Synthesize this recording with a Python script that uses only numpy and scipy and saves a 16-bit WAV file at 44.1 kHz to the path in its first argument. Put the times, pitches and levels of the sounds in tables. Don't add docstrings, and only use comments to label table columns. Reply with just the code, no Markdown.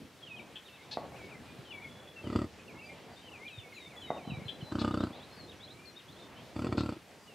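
import sys
import numpy as np
from scipy import signal
from scipy.io import wavfile
from scipy.ndimage import uniform_filter1d

SR = 44100
rng = np.random.default_rng(int(sys.argv[2]) if len(sys.argv) > 2 else 0)


def int16_out(signal):
    q = np.round(np.clip(np.atleast_2d(signal).T, -1, 1) * 32767)
    wavfile.write(sys.argv[1], SR, q.astype(np.int16))


N = 323694


def undb(db):
    return 10 ** (np.asarray(db) / 20)


def ring(x, hz, width_hz):
    radius = np.exp(-np.pi * width_hz / SR)
    angle = 2 * np.pi * hz / SR
    return signal.lfilter([0, np.sin(angle)], [1, -2 * radius * np.cos(angle), radius ** 2], x)


def band(size, hz, width_hz):
    x = ring(ring(rng.standard_normal(size), hz, width_hz), hz, width_hz)
    return x / x.std()


def walk(rate, size=N):
    hold = int(SR / rate)
    steps = np.repeat(rng.standard_normal(size // hold + 1), hold)
    return 1.39 * uniform_filter1d(steps, hold)[:size]


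def add(out, x, start_s, pan_db=0.):
    i = max(int(start_s * SR), 0)
    x = x[:N - i]
    out[:, i:i + len(x)] += x * undb(np.array([[pan_db], [-pan_db]]) / 2)


def echoes(x, t60_s, wet_db, wide=0.11, patchy_db=4.5):
    t = np.arange(int(t60_s * SR)) / SR
    fade = undb(-60 * t / t60_s + patchy_db * walk(71.0, size=len(t))) * (t > .006)
    mid, side = rng.standard_normal((2, len(t))) * fade
    tail = (mid + wide * side * np.array([[1], [-1]])) / np.sqrt(np.sum(mid ** 2))
    return x + undb(wet_db) * signal.fftconvolve(x, tail, axes=1)[:, :N]


# (relative, per Hz of bandwidth)
MEADOW_TONE = [(30, -29), (80, 0), (200, 1), (600, -1), (1500, -13), (3000, -12.5), (5000, -21),
               (11000, -30), (15500, -50)]
# time_s, swell_db (full in the bass, less towards the treble)
BREEZE_SWELL = [(.9, -6.5), (1.05, 1), (1.9, -2.5), (2.7, -4), (3.9, -6), (4.3, 0), (5.2, -1.5),
                (5.999, -6), (6.5, -2.5), (7.34, -9.5)]
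MEADOW_DB = -55.5


def meadow():
    out = 0
    tone_hz, tone_db = np.transpose(MEADOW_TONE)
    time_s, swell_db = np.transpose(BREEZE_SWELL)
    breeze_db = np.interp(np.arange(N) / SR, time_s, swell_db) + 0.23 * walk(7.32)
    for hz in 30 * 2 ** np.arange(0, 9.2, .5):
        share = 1 / (1 + (hz / 1600) ** 2)
        db = np.interp(np.log(hz), np.log(tone_hz), tone_db) + 10 * np.log10(hz)
        db = db + share * breeze_db + (0.91 + 2.22 * share) * walk(14)
        spread = 0.21 * (1 + (hz / 5000) ** 2 * np.exp(-(hz / 8000) ** 4) + 40 / hz)
        side = spread * band(N, hz, hz / 1.15) * np.array([[1], [-1]])
        out = out + undb(db) * (band(N, hz, hz / 1.49) + side)
    return out * undb(MEADOW_DB) / out[:, -N // 20:].std()


# start_s, level_db (relative), pitch_hz
HERD_THUDS = [(1.587, -37, 142), (3.576, -36, 104), (4.274, -28, 213), (4.298, -29, 161),
              (4.318, -26.5, 180), (4.33, -32, 94), (4.372, -31.5, 134), (4.385, -36, 142.5),
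              (4.417, -33.5, 176), (4.454, -34, 115), (4.624, -29, 153)]


def thuds():
    out = np.zeros((2, N))
    t = np.arange(2000) / SR
    for start_s, db, hz in HERD_THUDS:
        cycles = t * hz
        push = (cycles / 0.5) * np.exp(1 - cycles / 0.41)
        add(out, undb(db - 0.5) * push * np.sin(2 * np.pi * cycles), start_s)
    return echoes(out, 0.061, -8.0, wide=1.0)


# start_s, level_db (relative)
BANGS = [(0.9718, -22.5), (4.104, -20)]
# pitch_hz, level_db (relative), decay_s (roughly the time to fall 60 dB)
BANG_MODES = [(724, 6, 0.012), (293, -16, 0.029), (1094, -20.5, 0.084), (1920, -20.5, 0.037)]


def bangs():
    out = np.zeros((2, N))
    blow = np.hanning(24)
    pulse = np.append(blow / blow.sum(), np.zeros(3000))
    pulse = signal.lfilter(*signal.butter(1, 190, "high", fs=SR), pulse)
    bang = sum(undb(g) * ring(pulse, hz, 2.4 / decay_s) for hz, g, decay_s in BANG_MODES)
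    for start_s, db in BANGS:
        add(out, undb(db) * bang, start_s)
    short_tail = echoes(out, 0.18, -2.7)
    long_tail = echoes(out, 0.96, -9.0)
    return short_tail + long_tail - out


# time_s, level_db (relative)
BUZZ_LEVEL = [(1.681, -56), (1.75, -56.5), (2.14, -64)]


def buzz():
    out = np.zeros((2, N))
    time_s, db = np.transpose(BUZZ_LEVEL)
    t = np.arange(time_s[0], time_s[-1], 1 / SR)
    beats = 0.53 + 0.44 * np.sin(2 * np.pi * 69 * t)
    level = undb(np.interp(t, time_s, db) + 6.1 * walk(63.6, size=len(t)))
    add(out, beats * level * np.sin(2 * np.pi * 3400 * t), time_s[0])
    return echoes(out, 0.35, -8.0)


SWELL_DB, FADE_DB = 11, 12.5


def slur(start_s, length_s, from_hz, to_hz, bend, db, loudest):
    u = np.linspace(0, 1, 16)
    glide = np.expm1(-bend * u) / np.expm1(-bend - 1e-9)
    loss = SWELL_DB * np.maximum(loudest - u, 0) + FADE_DB * np.maximum(u - loudest, 0)
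    return np.transpose([start_s + length_s * u, from_hz + (to_hz - from_hz) * glide, db - loss])


def whistle(points):
    time_s, hz, db = np.transpose(points)
    t = np.arange(time_s[0] - .005, time_s[-1] + 0.0062, 1 / SR)
    ends = np.clip(np.minimum(t - t[0], t[-1] - t) / 0.0059, 0, 1)
    pitch = uniform_filter1d(np.interp(t, time_s, hz), size=150)
    level = undb(np.interp(t, time_s, db) + 2.5 * walk(97.8, size=len(t)))
    return ends * level * np.sin(2 * np.pi * np.cumsum(pitch) / SR)


# start_s, length_s, from_hz, to_hz, bend (above 0 glides early and levels off,
# below 0 glides late), level_db (relative), loudest (share of the length, 0-1)
GLIDES = [ (0.226, 0.025, 3350, 3130, -0.5, -55, 0.56), (0.264, 0.094, 3310, 2493, 4.5, -51.5, 0.64),
          (0.367, .032, 3250, 2330, -2, -53, 0.98), (0.701, 0.07, 2704, 2645, 2.5, -61, 0.77),
          (.775, 0.034, 2340, 2100, 3, -62, 0.55), (.805, 0.045, 2105, 2410, -0.5, -63, 0.46),
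          (1.132, 0.043, 2180, 2890, -2.5, -62, 0.51), (1.162, 0.14, 2930, 2230, 7, -59.5, 0.37),
          (1.27, 0.034, 2160, 2980, -3, -54.5, 0.5), (1.304, 0.035, 2960, 2290, 2.5, -55.5, 0.66),
          (1.345, .045, 2110, 1960, 0.5, -59, .2), (1.654, 0.065, 3260, 3010, 4, -56, 0.62),
          (1.707, 0.023, 2990, 2320, -2.5, -48.5, .4), (1.732, 0.057, 2370, 2230, 1.5, -51.5, 0.42),
          (1.8, 0.036, 1905, 2390, 2.2, -54, 0.82), (1.832, 0.035, 2345, 2180, 5.5, -51.5, 0.58),
          (2.159, 0.053, 2800, 2655, 4, -56.5, 0.59), (2.235, 0.048, 3210, 2800, -1, -58, 0.69),
          (2.682, 0.042, 2810, 2150, 1.5, -58.5, 0.26), (2.753, 0.16, 2120, 2380, 1.5, -55, 1),
          (2.781, 0.024, 2610, 2780, 1.5, -54, 0.68), (2.817, 0.043, 2510, 2656, 3.5, -53.5, 0.48),
          (2.896, 0.031, 2120, 2270, -1.5, -58.5, .2), (3.163, 0.053, 3600, 3870, -0.5, -63, .1),
          (3.223, 0.071, 3130, 2690, -5.5, -55.5, 1), (3.319, 0.063, 2960, 2260, 1, -53, 0.41),
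          (3.395, 0.065, 2040, 2400, -1.5, -54.5, 0.83), (3.466, 0.029, 2436, 2340, 1.5, -50, .1),
          (3.473, 0.13, 3940, 2500, 8, -58, 0.17), (3.487, 0.14, 4040, 3480, 0.5, -59.5, 0.647),
          (3.585, 0.052, 3650, 2560, 2.5, -57, 0.23), (3.634, 0.051, 2324, 2200, 5, -59.5, 0.22),
          (3.679, 0.043, 2410, 2520, 3, -65, 0.69), (3.725, 0.016, 2250, 2100, 3, -55.5, .4),
          (3.741, 0.14, 4180, 3570, 1, -57, 0.68), (3.765, 0.072, 2700, 2060, 2.5, -58, 0.17),
          (3.85, 0.032, 2130, 2290, 1, -56, 0.87), (3.9, 0.083, 2750, 1930, 3, -60, 0.26),
          (3.966, 0.022, 3420, 3380, 1, -50, 1), (4.015, 0.16, 4180, 3680, 4, -59.5, 0.48),
          (4.015, 0.049, 3550, 2995, 6, -53, 0.63), (4.062, 0.099, 2660, 2040, 12, -61, 0.25),
          (4.17, 0.09, 3050, 2200, 4, -59.5, 0.09), (4.244, 0.095, 3130, 3000, 1.8, -61.5, 0.43),
          (4.25, 0.12, 4100, 3850, 2.5, -59.5, 0.62), (4.299, 0.083, 2985, 2290, 4, -54, 0.35),
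          (4.392, 0.019, 2135, 2410, 0, -59, .9), (4.415, 0.036, 2380, 2176, 2.2, -55, 0.41),
          (4.454, 0.1, 4200, 3980, 7, -58.5, 0.68), (4.61, 0.018, 3300, 2950, 4.5, -55, 0.43),
          (4.619, 0.11, 4200, 4021, 6.5, -60, 0.45), (5.33, 0.081, 5200, 4330, 1, -62.5, 0.97),
          (5.398, 0.1, 4340, 4150, 6.5, -60.5, 0.084), (5.748, 0.13, 2260, 2413, 2.5, -63, 0.47),
          (5.856, 0.043, 4520, 4160, 3.5, -56, 0.88), (6.363, 0.0336, 2930, 3231, 0.5, -61.5, 0.41),
          (6.396, 0.024, 3210, 2950, -4.5, -62.5, .2), (7.28, 0.056, 2950, 2640, 0.5, -64, 0.29), ]
# start_s, length_s, pitch_hz, level_db (relative)
HELD_NOTES = [(.395, 0.021, 2320, -54.5), (1.472, .076, 2420, -63), (2.588, 0.032, 2510, -61),
              (2.832, 0.069, 4780, -68), (3.103, .2, 4680, -71), (3.738, .05, 6780, -72),
              (3.96, 0.11, 6900, -73), (5.003, 0.058, 4040, -63), (5.3, 0.084, 4240, -66),
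              (5.55, .04, 5840, -75), (5.56, .17, 2230, -69.5), (5.92, 0.033, 5760, -69),
              (6.199, 0.073, 3600, -64.5), (6.44, 0.088, 2304, -72), (7.18, 0.092, 4860, -72.5)]
# time_s (from its start), pitch_hz, level_db (added to each rendition)
ARCH_SHAPE = [(0, 3500, -10), (.02, 3800, 2), (.036, 3550, -2.5), (.055, 2600, -6)]
# start_s, level_db (relative)
ARCH_TIMES = [ (.175, -70.5), (.285, -64), (.385, -67), (.64, -60), (.725, -64), (.815, -67), (4.905, -64),
              (4.985, -57), (5.478, -55.5), (5.959, -57.5)]
# time_s (from its start), pitch_hz, level_db (added to each rendition)
RISE_SHAPE = [(0, 3270, -0.33), (.05, 4168, -0.86)]
# start_s, level_db (relative)
RISE_TIMES = [(5.125, -62.5), (5.2, -60.5), (5.602, -59), (5.678, -58), (6.083, -63), (6.163, -62)]


def whistles():
    out = np.zeros((2, N))
    notes = [slur(*note) for note in GLIDES]
    for shape, times in ((ARCH_SHAPE, ARCH_TIMES), (RISE_SHAPE, RISE_TIMES)):
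        notes += [np.add(shape, (start_s, 0, db)) for start_s, db in times]
    notes += [slur(start_s, length_s, hz, hz, 1, db, 0.46) for start_s, length_s, hz, db in HELD_NOTES]
    for points in notes:
        add(out, undb(5.5) * whistle(points), points[0][0] - .005, 1.6 + 3.0 * rng.standard_normal())
    return out


# start_s, level_db (relative), pitch_hz (centre of the noise),
# width_hz (of the noise resonance), length_s, pan_db (left minus right)
CHIP_CALLS = [(0.555, -36.5, 3180, 312, 0.02, 2.5), (0.91, -37, 4230, 1220, 0.032, 3),
              (4.48, -34, 3280, 350, 0.019, 7), (4.789, -38.5, 4160, 1280, 0.035, 5),
              (6.771, -40.5, 4270, 1250, 0.041, 5)]
CHIP_PITCH_HZ, CHIP_RISE = 885, 0.093
CHIP_VOICE_DB = -3.5


def chips():
    out = np.zeros((2, N))
    t = np.arange(8000) / SR
    for start_s, db, hz, width_hz, length_s, pan_db in CHIP_CALLS:
        calling = t < length_s
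        shape = np.clip(t / 0.0037, 0, 1)
        shape = shape * np.where(calling, 1, 0.75 * undb(-60 * (t - length_s) / 0.088))
        climb = 1 - CHIP_RISE * np.exp(-t / 0.012) + 0.017 * walk(300., size=len(t))
        turns = np.cumsum(CHIP_PITCH_HZ * climb) / SR
        pulses = np.diff(np.floor(turns), prepend=0)
        voice = ring(ring(pulses, hz, 2.3 * width_hz), hz, 2.3 * width_hz) * calling
        voice = undb(CHIP_VOICE_DB) * voice / voice[calling].std()
        add(out, undb(db - 8.0) * shape * (band(len(t), hz, width_hz) + voice), start_s, pan_db)
    return out


def birds():
    return echoes(whistles() + chips(), 0.35, -8.0)


# pitch_hz, width_hz, level_db (relative)
HEAD_RESONANCES = [(1026, 330, -12.5), (3570, 36, -16), (4540, 83, -65)]
# pitch_hz, width_hz, level_db (relative; wide ones gain with their width)
AIR_RESONANCES = [(2970, 1400, -26), (4630, 650, -29), (6760, 1900, -45), (7600, 1500, -34),
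                  (11200, 3100, -53)]
WANDER = 0.025
BRIGHT_DB, SLAP_SCATTER_DB = -1.65, 2
OPEN_DB = 33.5


def grunt(rows, throat):
    time_s, rate, db, firm = np.transpose(rows)
    t = time_s[0] + np.arange(int((time_s[-1] - time_s[0] + 0.31) * SR)) / SR
    size = len(t)
    phase = np.cumsum(np.interp(t, time_s, rate)) / SR
    effort = (t <= time_s[-1]) * undb(np.interp(t, time_s, db))
    firm = np.clip(np.interp(t, time_s, firm), 0, 1)
    scatter = rng.standard_normal((40, 2))[phase.astype(int)].T * SLAP_SCATTER_DB

    parting = np.diff(np.floor(phase), prepend=-1) * effort * undb(scatter[0])
    shut = np.roll(parting * firm, int(.0069 * SR))
    push = np.hanning(int(0.0024 * SR))[None]
    soft = signal.fftconvolve(np.array([-shut, parting, -shut]), push / push.sum(), "same", axes=1)
    meeting = np.roll(shut, -int(0.00053 * SR)) + 0.17 * parting * firm
    edge = meeting * undb(BRIGHT_DB + np.roll(scatter[1], int(0.013 * SR)))

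    gust = signal.lfilter([1], [1, -np.exp(-1 / (0.0056 * SR))], edge)
    gust = gust + 0.086 * uniform_filter1d(effort, int(.012 * SR))
    puff = gust * rng.standard_normal(size) * undb(0.82 * walk(149.6, size=size))
    flutter = (1 - firm) ** 2 * effort * np.exp(-(phase % 1) / 0.4) * rng.standard_normal(size)

    low = sum(undb(g) * ring(pulse + 0.0057 * puff + 0.079 * flutter, hz, width)
              for pulse, (hz, width, g) in zip(soft, throat))
    low = low + undb(OPEN_DB) * soft[0]
    sharp = uniform_filter1d(0.078 * puff + 0.012 * flutter - 1.28 * edge, size=11)
    short = np.clip(.5 + 1.9 * walk(20.2, size=size), 0, 1)
    high = sum(undb(g) * (ring(short * sharp, hz * (1 + WANDER), width)
                          + ring((1 - short) * sharp, hz * (1 - WANDER), width))
               for hz, width, g in throat[3:] + HEAD_RESONANCES)
    rasp = sum(undb(g) * ring(ring(puff, hz, width), hz, width) * width / 3000
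               for hz, width, g in AIR_RESONANCES)
    return undb(-4.5) * low + undb(1.5) * high + undb(-12.0) * rasp


# time_s, rate_hz (fold slaps per second), level_db (relative), firmness (of the slap, 0-1)
GRUNT_CALLS = [
    [(2.214, 32.4, -42.5, 0.33), (2.27, 35.5, -23, 0.32), (2.3, 35, -25.5, 1), (2.33, 34.6, -21.5, 0.54),
     (2.36, 31.3, -16, 0.56), (2.44, 40, -23.5, 1), (2.476, 49, -42, .4)],
    [(4.7227, 30.3, -24, .85), (4.82, 33.2, -20.5, .94), (4.92, 30.9, -23, .85), (5.04, 32, -22, .93),
     (5.112, 24.4, -29, .65)],
    [(6.5644, 33.6, -20.5, 0.9), (6.611, 35.9, -20, 0.66), (6.6655, 45.1, -17.5, 0.51),
     (6.7, 30, -24, 0.03), (6.724, 36, -17, 0.8), (6.752, 36.3, -23, 0.06), (6.779, 37.8, -19, 0.78),
     (6.83, 35.7, -22.5, 1), (6.855, 41, -22.5, 0.9), (6.885, 28.2, -26, 1), (6.92, 31.5, -20.5, 0.56),
     (6.975, 12.6, -30.5, 0.4)],
]
# pitch_hz, width_hz, level_db (relative)
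CALLER_THROATS = [
    [(125, 39, -3.5), (240, 34, -3), (365, 74, 8), (606, 150, -12), (1260, 68, -17.5), (1950, 95, -21),
     (2760, 72, -45)],
    [(124.6, 24, -8.5), (233.5, 17, -3.5), (343, 66, 7), (607, 240, -9.5), (1272, 76, -12),
     (1460, 44, -25.5), (2980, 70, -20)],
    [(128, 38, -5.5), (245, 35, -5.5), (345, 64, 3.5), (594, 430, -6.5), (1317, 48, -16.5), (1910, 56, -31),
     (2400, 140, -22.5)],
]


def herd():
    out = np.zeros((2, N))
    for rows, throat in zip(GRUNT_CALLS, CALLER_THROATS):
        add(out, grunt(rows, throat), rows[0][0] - .0071)
    return echoes(out, 0.044, -10.5, wide=0.097)


def scene():
    return meadow() + thuds() + bangs() + buzz() + birds() + herd()


def record(dry):
    x = signal.sosfilt(signal.butter(4, 72, "high", fs=SR, output="sos"), dry)
    return signal.sosfilt(signal.ellip(10, .2, 70, 15650, fs=SR, output="sos"), x)


dry = scene()
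out = record(dry)
int16_out(out)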